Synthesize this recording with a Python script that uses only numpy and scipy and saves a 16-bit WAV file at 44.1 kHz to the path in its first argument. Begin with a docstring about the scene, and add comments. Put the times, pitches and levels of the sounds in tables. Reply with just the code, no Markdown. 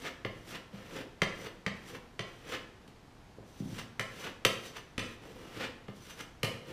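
"""Hand scraper on a wooden deck

In a workshop, a small steel scraper is worked along the edge of a hatch opening in a big wooden deck.
The blade lands with a knock: filtered rattles and damped modes of steel, boards and frame.
Then it is drawn back: dense random snaps stand for breaking fibres and ring the tool and the boards.
Dull bumps sound through the frame between strokes. The room answers with early echoes and a noise tail,
and a low rumble of filtered noise lies under it all."""
import sys
import numpy as np
from scipy import signal
from scipy.fft import rfft, irfft
from scipy.io import wavfile

SR = 44100
rng = np.random.default_rng(int(sys.argv[2]) if len(sys.argv) > 2 else 0)


def int16_out(signal):
    """Quantize to a 16-bit WAV file."""
    q = np.round(np.clip(np.atleast_2d(signal).T, -1, 1) * 32767)
    wavfile.write(sys.argv[1], SR, q.astype(np.int16))


N = 296352  # length in samples


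def undb(db):
    """Decibels to gain."""
    return 10 ** (np.asarray(db) / 20)


def seconds(length):
    """Time axis of the given length."""
    return np.arange(int(length * SR)) / SR


def unit(x):
    """Scale to an rms of one."""
    return x / np.sqrt(np.mean(x ** 2))


def blow(x):
    """Scale a short sound to the energy of a hundredth of a second at an rms of one."""
    return x * np.sqrt(SR / 100 / np.sum(x ** 2))


def unit_energy(x):
    """Scale an impulse response to an energy of one."""
    return x / np.sqrt(np.sum(x ** 2))


def fade(t, t60):
    """Exponential decay, 60 dB down after t60 seconds."""
    return np.exp(-np.log(1000) * t / t60)


def swell(t, rise, fall):
    """Grows exponentially up to t = 0, then dies away; both times are for a factor of e."""
    return np.exp(np.minimum(t / rise, -t / fall))


def at_hz(hz, points):
    """Read a (Hz, value) table on a log-frequency axis."""
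    f, value = np.transpose(points)
    return np.interp(np.log(np.maximum(hz, 1)), np.log(f), value)


def convolve(x, response):
    """Pass a sound through an impulse response, keeping its length."""
    return signal.fftconvolve(x, response)[:len(x)]


def colour(x, points, size=4096):
    """Causal minimum-phase filter with the given (Hz, dB) spectrum, made by folding its cepstrum."""
    hz = np.arange(size // 2 + 1) * SR / size
    cepstrum = irfft(np.log(undb(at_hz(hz, points))))
    cepstrum[1:size // 2] *= 2
    cepstrum[size // 2 + 1:] = 0
    return convolve(x, irfft(np.exp(rfft(cepstrum))))


def add(out, start, x):
    """Mix a short sound in at the given time."""
    i = int(start * SR)
    out[i:i + len(x)] += x[:len(out) - i]


def burst(t, smear, count=7):
    """A click smeared into a brief rattle by a chain of all-passes, so that it has no pitch of its own."""
    turn = -2j * np.pi * np.arange(len(t) // 2 + 1) / len(t)
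    response = 1
    # each all-pass lags by a small random share of the smear time
    for lag in np.ceil(smear * SR * rng.uniform(.004, .028, count)):
        delay = np.exp(turn * lag)
        response = response * (delay - .6) / (1 - .6 * delay)
    return irfft(response, len(t))


def ring(t, modes, scatter_db=2.2):
    """Damped modes; their shares and signs vary at random, as they depend on where the wood is touched."""
    chance = rng.standard_normal((len(modes), 2))
    out = np.zeros(len(t))
    for (hz, db, t60), (spot, sign) in zip(modes, chance):
        share = np.sign(sign) * undb(db + scatter_db * spot)
        out += share * np.sin(2 * np.pi * hz * t) * fade(t, t60)
    return out


def resonate(x, modes):
    """Drive a set of modes through a ringing response of unit energy."""
    return convolve(x, unit_energy(ring(seconds(.55), modes)))


def grains(per_second, spread_db):
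    """Dense random snaps, most small and a few large."""
    happens = rng.random(N) < per_second / SR
    sizes = undb(spread_db * np.minimum(rng.exponential(size=N), 4))
    return unit(happens * sizes * np.sign(rng.standard_normal(N)))


def walk(rate):
    """Random wandering in straight lines between normal draws, rate of them a second."""
    knots = np.arange(N) / SR * rate
    return np.interp(knots, np.arange(N), rng.standard_normal(N))


# Rumble of the building, with a faint hiss above it. Each row: frequency in Hz, level in dB.
RUMBLE_SPECTRUM = [(12, -26), (20, -4.5), (82, -6), (121, -4), (174, -7.5), (205, -10.5), (242, -8.5),
                   (511, -15), (571, -19), (638, -14.5), (5090, -31.5), (13800, -45.5), (15000, -54)]


def background(level_db=-56):
    """The low steady rumble and faint hiss of the building: noise given a fixed spectrum."""
    return undb(level_db) * unit(colour(rng.standard_normal(N), RUMBLE_SPECTRUM))


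# Strokes, each a quick slide that ends in a cut. Levels are relative, before the layers are mixed.
# Each row: deepest cut in seconds, cut level in dB, build-up of the cut in seconds, slide hiss in dB,
# slide peak ahead of the cut in seconds, swell of the slide in seconds, judder of the boards in dB.
STROKES = [(0.071, -35, 0.025, -49.5, 0.042, 0.072, -42.5), (0.558, -37.5, 0.023, -47, 0.054, 0.02, -46.5),
           (1.005, -40.5, 0.05, -52.5, .035, 0.055, -41.5),
           (1.468, -42.5, 0.025, -51.5, 0.041, 0.041, -45.5), (1.954, -44.5, 0.02, -50, .06, 0.02, -44),
           (2.552, -34.5, 0.044, -47, 0.04, 0.022, -43.5), (3.794, -36.5, 0.013, -49.5, .01, 0.048, -50.5),
           (4.273, -37.5, 0.039, -49, 0.053, 0.053, -44), (4.769, -39.5, .013, -49, 0.11, 0.028, -50.5),
           (5.646, -32.5, 0.045, -52.5, 0.031, 0.056, -40.5), (6.109, -48, 0.0095, -53, 0.013, 0.042, -68),
           (6.209, -38.5, 0.013, -53, .005, 0.031, -50.5), (6.714, -47, 0.025, -55.5, 0.017, 0.028, -47)]
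# Light drags of the blade into place between strokes. Levels are relative, as above.
# Each row: start in seconds, end in seconds, bite in dB, hiss in dB, judder of the boards in dB.
DRAGS = [(0.3, 0.46, -65, -65, -69), (0.747, 0.94, -56, -63, -55.5), (1.757, 1.87, -61, -63, -81),
         (2.274, 2.46, -64, -64, -68), (3.478, 3.558, -70, -63, -76), (3.58, 3.72, -66, -58, -63),
         (4.1, 4.17, -60, -65, -62), (5.03, 5.13, -54, -58, -61), (5.238, 5.57, -57, -60.5, -52.5),
         (5.963, 6.06, -67, -59, -74)]
LIFT_S, JUDDER_LIFT_S = .017, .031  # the cut and the shaking fall by a factor of e once the blade lifts
JUDDER_LEAD_S = .023  # the shaking builds up over this much longer than the cut
CUT_HISS_DB, BRISK_CUT_S = -10, .019  # hiss that comes with a cut of this build-up; slower cuts hiss less
SLIDE_BITE_DB, SLIDE_JUDDER_DB = -2, -13.5  # relative to the hiss of a slide
DRAG_RAMP_S = .038  # time for a drag to touch and to let go


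def stroke_gains():
    """Bite, hiss and judder: the edge hisses as it gathers speed, digs in, shakes the boards and lifts."""
    t = np.arange(N) / SR
    bite, hiss, judder = np.zeros((3, N))
    for deepest, cut_db, build, slide_db, ahead, width, judder_db in STROKES:
        since = t - deepest
        contact = np.exp(-np.maximum(since, 0) / LIFT_S)
        speed = np.exp(1 - np.hypot(1, (since + ahead) / width))  # a bell, fastest a little ahead of the cut
        slide = undb(slide_db) * contact * speed
        cut = undb(cut_db) * swell(since, build, LIFT_S)
        bite += np.hypot(cut, undb(SLIDE_BITE_DB) * slide)
        hiss += np.hypot(slide, undb(CUT_HISS_DB) * cut * BRISK_CUT_S / build)
        judder += undb(judder_db) * swell(since, build + JUDDER_LEAD_S, JUDDER_LIFT_S)
        judder += undb(SLIDE_JUDDER_DB) * slide
    gains = np.array([bite, hiss, judder])
    for start, end, *levels_db in DRAGS:
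        contact = np.interp(t, [start - DRAG_RAMP_S, start, end, end + DRAG_RAMP_S], [0, 1, 1, 0])
        gains = np.hypot(gains, np.outer(undb(levels_db), contact))
    return gains


# Colours of the scrape close to the edge: fibres bitten through, dust hissing, boards juddering.
# Each row of the three: frequency in Hz, level in dB.
BITE_SPECTRUM = [(200, -15), (600, 0), (850, -5), (1250, 0), (1750, 1), (2450, -1), (2950, -1.5),
                 (3700, -7), (5000, -13.5), (8000, -23.5), (15000, -55)]
HISS_SPECTRUM = [(1500, -23), (3500, 2.5), (6200, -1), (7500, -4), (10000, -6), (15000, -11)]
JUDDER_SPECTRUM = [(50, -22), (90, -8), (120, 0.5), (210, -1.5), (310, 1.5), (400, -3.5), (490, 5),
                   (620, -13), (1000, -11), (4000, -39)]
# Ringing of the deck boards, also heard in the knocks.
# Each row: frequency in Hz, typical level in dB, 60 dB decay in seconds.
BOARD_MODES = [(345, -6, .1), (400, -6, .1), (440, -4, .12), (472, -3, .13), (508, -2, .22), (540, -7, .15),
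               (640, -6, .16), (1052, -7, .18), (1150, -5, .18), (1180, -8, .22), (1245, -10, .18),
               (1315, -9, .18), (1367, -6, .18), (1763, -7, .18), (1866, -6, .2), (1920, -6, .2),
               (2083, -7, .17), (2800, -6, .13), (2875, -2, .12), (2939, -6, .13), (3093, -3, .14),
               (3180, -3, .15)]
# Short rings of the steel blade, also heard in the knocks.
# Each row: frequency in Hz, typical level in dB, 60 dB decay in seconds.
STEEL_MODES = [(2950, 0, .025), (3170, 1, .03), (4090, -10, .025), (6065, -4, .04), (7620, -14, .025),
               (8900, -12, .03)]


def scraping(catch_db=2):
    """Fibres snap under the edge, in clumps as it catches on the grain, and shake the tool and the boards."""
    bite, hiss, judder = stroke_gains()
    catch = undb(catch_db * walk(130))
    snaps = unit(grains(per_second=5000, spread_db=2.34) * catch)
    dust = unit(grains(per_second=12000, spread_db=2.4) * catch)
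    slips = grains(per_second=1400, spread_db=2.2) * catch
    rasp = undb(-3) * bite * unit(colour(snaps, BITE_SPECTRUM))
    rasp += undb(-17.5) * resonate(snaps * bite, BOARD_MODES)
    edge = undb(-5.5) * hiss * unit(colour(dust, HISS_SPECTRUM))
    edge += undb(-9.5) * resonate(dust * hiss, STEEL_MODES)
    shaking = undb(-.5) * judder * unit(colour(slips, JUDDER_SPECTRUM))
    return rasp + edge + shaking


def skid(t, t60=.064, per_second=2500):
    """Fibres crackle briefly while the blade digs in: random clicks that fade."""
    return (rng.random(len(t)) < per_second / SR) * rng.standard_normal(len(t)) * fade(t, t60)


def held_tool(hz):
    """Spectrum of the blade in the hand, which damps it, so its ring is broad."""
    return [(hz / 2, -30), (hz * .8, -9), (hz, 0), (hz * 1.2, -9), (hz * 2, -30)]


def dull(hz):
    """Spectrum of a soft blow on the frame: nearly flat from 112 Hz up to hz, then falling fast."""
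    return [(50, -28), (85, -14), (112, -1), (hz, 0), (2 * hz, -19), (4 * hz, -32), (9000, -60)]


# Blade landings on the deck. Levels are relative, before the parts are summed.
# Each row: start in seconds, blade in dB, boards in dB, frame thump in dB, edge tick in dB,
# centre of the blade's ring in Hz, top of the click in Hz, room send of steel and boards in dB.
KNOCKS = [(0.2484, -33, -36, -35.5, -48.5, 2040, 4900, -4), (0.73, -60, -54, -44, -69, 2350, 9000, 5.5),
          (1.218, -24, -28.5, -31.5, -36.5, 2140, 8200, -4),
          (1.6634, -29.5, -37.5, -34.5, -43, 2060, 7200, -4),
          (2.1921, -33, -41, -42, -45.5, 1940, 7500, -2), (2.877, -58.5, -60, -57, -62.5, 2890, 12100, -3),
          (3.9951, -30, -38, -39, -41, 2160, 11200, -3),
          (4.4497, -19, -27.5, -33.5, -27.5, 2950, 13200, -5.5),
          (4.979, -33.5, -46, -34, -43, 2500, 10400, 2), (5.882, -46.5, -46, -41, -80, 1190, 7000, -2.5),
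          (6.4307, -29, -34.5, -32, -36.5, 2230, 13400, 0)]
# Colours of a landing: the crack of the blade, the thud of the boards, the tick of the edge.
# Each row of the three: frequency in Hz, level in dB.
CRACK_SPECTRUM = [(200, -12.5), (500, -4), (800, -8.5), (1200, 5), (1550, -0.5), (2000, 5.5), (2550, -6),
                  (3100, 1.5), (3800, -9.5), (4500, -10.5), (7000, -30.5), (15000, -24)]
THUD_SPECTRUM = [(60, -32.5), (130, 13), (220, -2), (330, 8.5), (500, 14), (750, 2), (1200, -8),
                 (2500, -25), (8000, -31)]
TICK_SPECTRUM = [(1500, -5.5), (4000, 7.5), (6000, 1), (9000, -3.5), (15000, -5)]
# Ringing of the frame under the boards, also heard in the bumps.
# Each row: frequency in Hz, typical level in dB, 60 dB decay in seconds.
FRAME_MODES = [(111, -3, .12), (124, 0, .2), (145, -4, .09), (174, -4, .11), (200, -2, .18), (238, -5, .11)]


def knocks(rebound=.003, give=.002503, dig=.007):
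    """The steel lands, rebounds and digs in (delays in s); boards and heavy frame follow a moment later."""
    direct, sent, t = np.zeros(N), np.zeros(N), seconds(.5)
    for start, blade_db, boards_db, frame_db, tick_db, blade_hz, top_hz, room_db in KNOCKS:
        boards = blow(ring(t, BOARD_MODES))
        blade = undb(-5.5) * blow(colour(burst(t, .012), held_tool(blade_hz)))
        blade += undb(-9) * blow(colour(burst(t, .016), CRACK_SPECTRUM))
        blade += undb(-11.5) * boards
        add(blade, rebound, undb(-8.5) * blow(colour(burst(t, .014), CRACK_SPECTRUM)))
        add(blade, dig, undb(-16.5) * blow(colour(skid(t), CRACK_SPECTRUM)))
        edge = blow(colour(burst(t, .02), TICK_SPECTRUM))
        edge += undb(-5.5) * blow(ring(t, STEEL_MODES))
        add(edge, dig, undb(-9) * blow(colour(skid(t), TICK_SPECTRUM)))

        # a flatter landing loses the top of its click
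        soften = signal.butter(3, top_hz, fs=SR, output="sos")
        steel = signal.sosfilt(soften, undb(blade_db) * blade + undb(tick_db) * edge)
        thud = blow(colour(burst(t, .06), THUD_SPECTRUM))
        wood = undb(boards_db) * (thud + undb(-18.5) * boards)
        thump = blow(colour(burst(t, .07), dull(190)))
        frame = undb(frame_db) * (blow(ring(t, FRAME_MODES)) + undb(-4) * thump)

        add(direct, start, steel)
        add(direct, start + give, wood + frame)
        add(sent, start, undb(room_db) * steel)
        # the low frame notes go to the room at a fixed, reduced level
        add(sent, start + give, undb(room_db) * wood + undb(-4.5) * frame)
    return direct, sent


# Dull bumps on the frame, between strokes. Levels are relative.
# Each row: start in seconds, level in dB, frequency in Hz above which the body of the blow falls away.
BUMPS = [(0.76, -57, 220), (3.383, -46, 500), (3.601, -37.5, 256), (3.62, -44.5, 305), (3.654, -40, 236),
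         (3.687, -45.5, 232), (3.724, -43, 212), (3.776, -48, 160), (5.576, -46, 220), (5.919, -55.5, 220)]


def bumps():
    """Soft blows that reach mainly the low notes of the woodwork: a dull rattle and the frame's modes."""
    out, t = np.zeros(N), seconds(.6)
    for start, db, hz in BUMPS:
        body = blow(colour(burst(t, .05), dull(hz)))
        frame = undb(-.5) * blow(ring(t, FRAME_MODES))
        add(out, start, undb(db) * (body + frame))
    return out


# Reverberation of the workshop. Each row: frequency in Hz, 60 dB decay in seconds.
ROOM_DECAY = [(120, 0.64), (500, 0.74), (2000, 0.58), (5000, 0.54), (12000, 0.36)]


def workshop(x, early_db=-4, gap=.008):
    """After a gap in s, quick echoes from deck and near walls with a diffuse tail that loses treble first."""
    t = seconds(.8)
    noise = rfft(rng.standard_normal(len(t)))
    hz = np.arange(len(noise)) * SR / len(t)
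    octave = np.log2(np.clip(hz, 125, 16000) / 125)
    tail = np.zeros(len(t))
    for k in range(8):  # overlapping octave bands, each with its own decay
        band = irfft(noise * np.maximum(1 - abs(octave - k), 0), len(t))
        tail += band * fade(t, at_hz(125 * 2 ** k, ROOM_DECAY))
    tail = tail / np.sqrt(np.sum(fade(t, at_hz(2000, ROOM_DECAY)) ** 2))
    early = undb(early_db) * unit_energy(burst(t, .071))
    return convolve(x, np.pad(tail + early, (int(gap * SR), 0)))


def scene():
    """Strokes, knocks and bumps, heard directly and through the workshop, over the background."""
    knocked, sent = knocks()
    strokes, bumped = scraping(), bumps()
    room = workshop(sent + undb(-6) * strokes + undb(-2) * bumped)
    return (knocked + strokes + bumped + room + background())[None]


def record(dry):
    """The microphone's path cuts the top: a steep elliptic low-pass at 15350 Hz."""
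    return signal.sosfilt(signal.ellip(10, .2, 70, 15350, fs=SR, output="sos"), dry)


dry = scene()
out = record(dry)
int16_out(out)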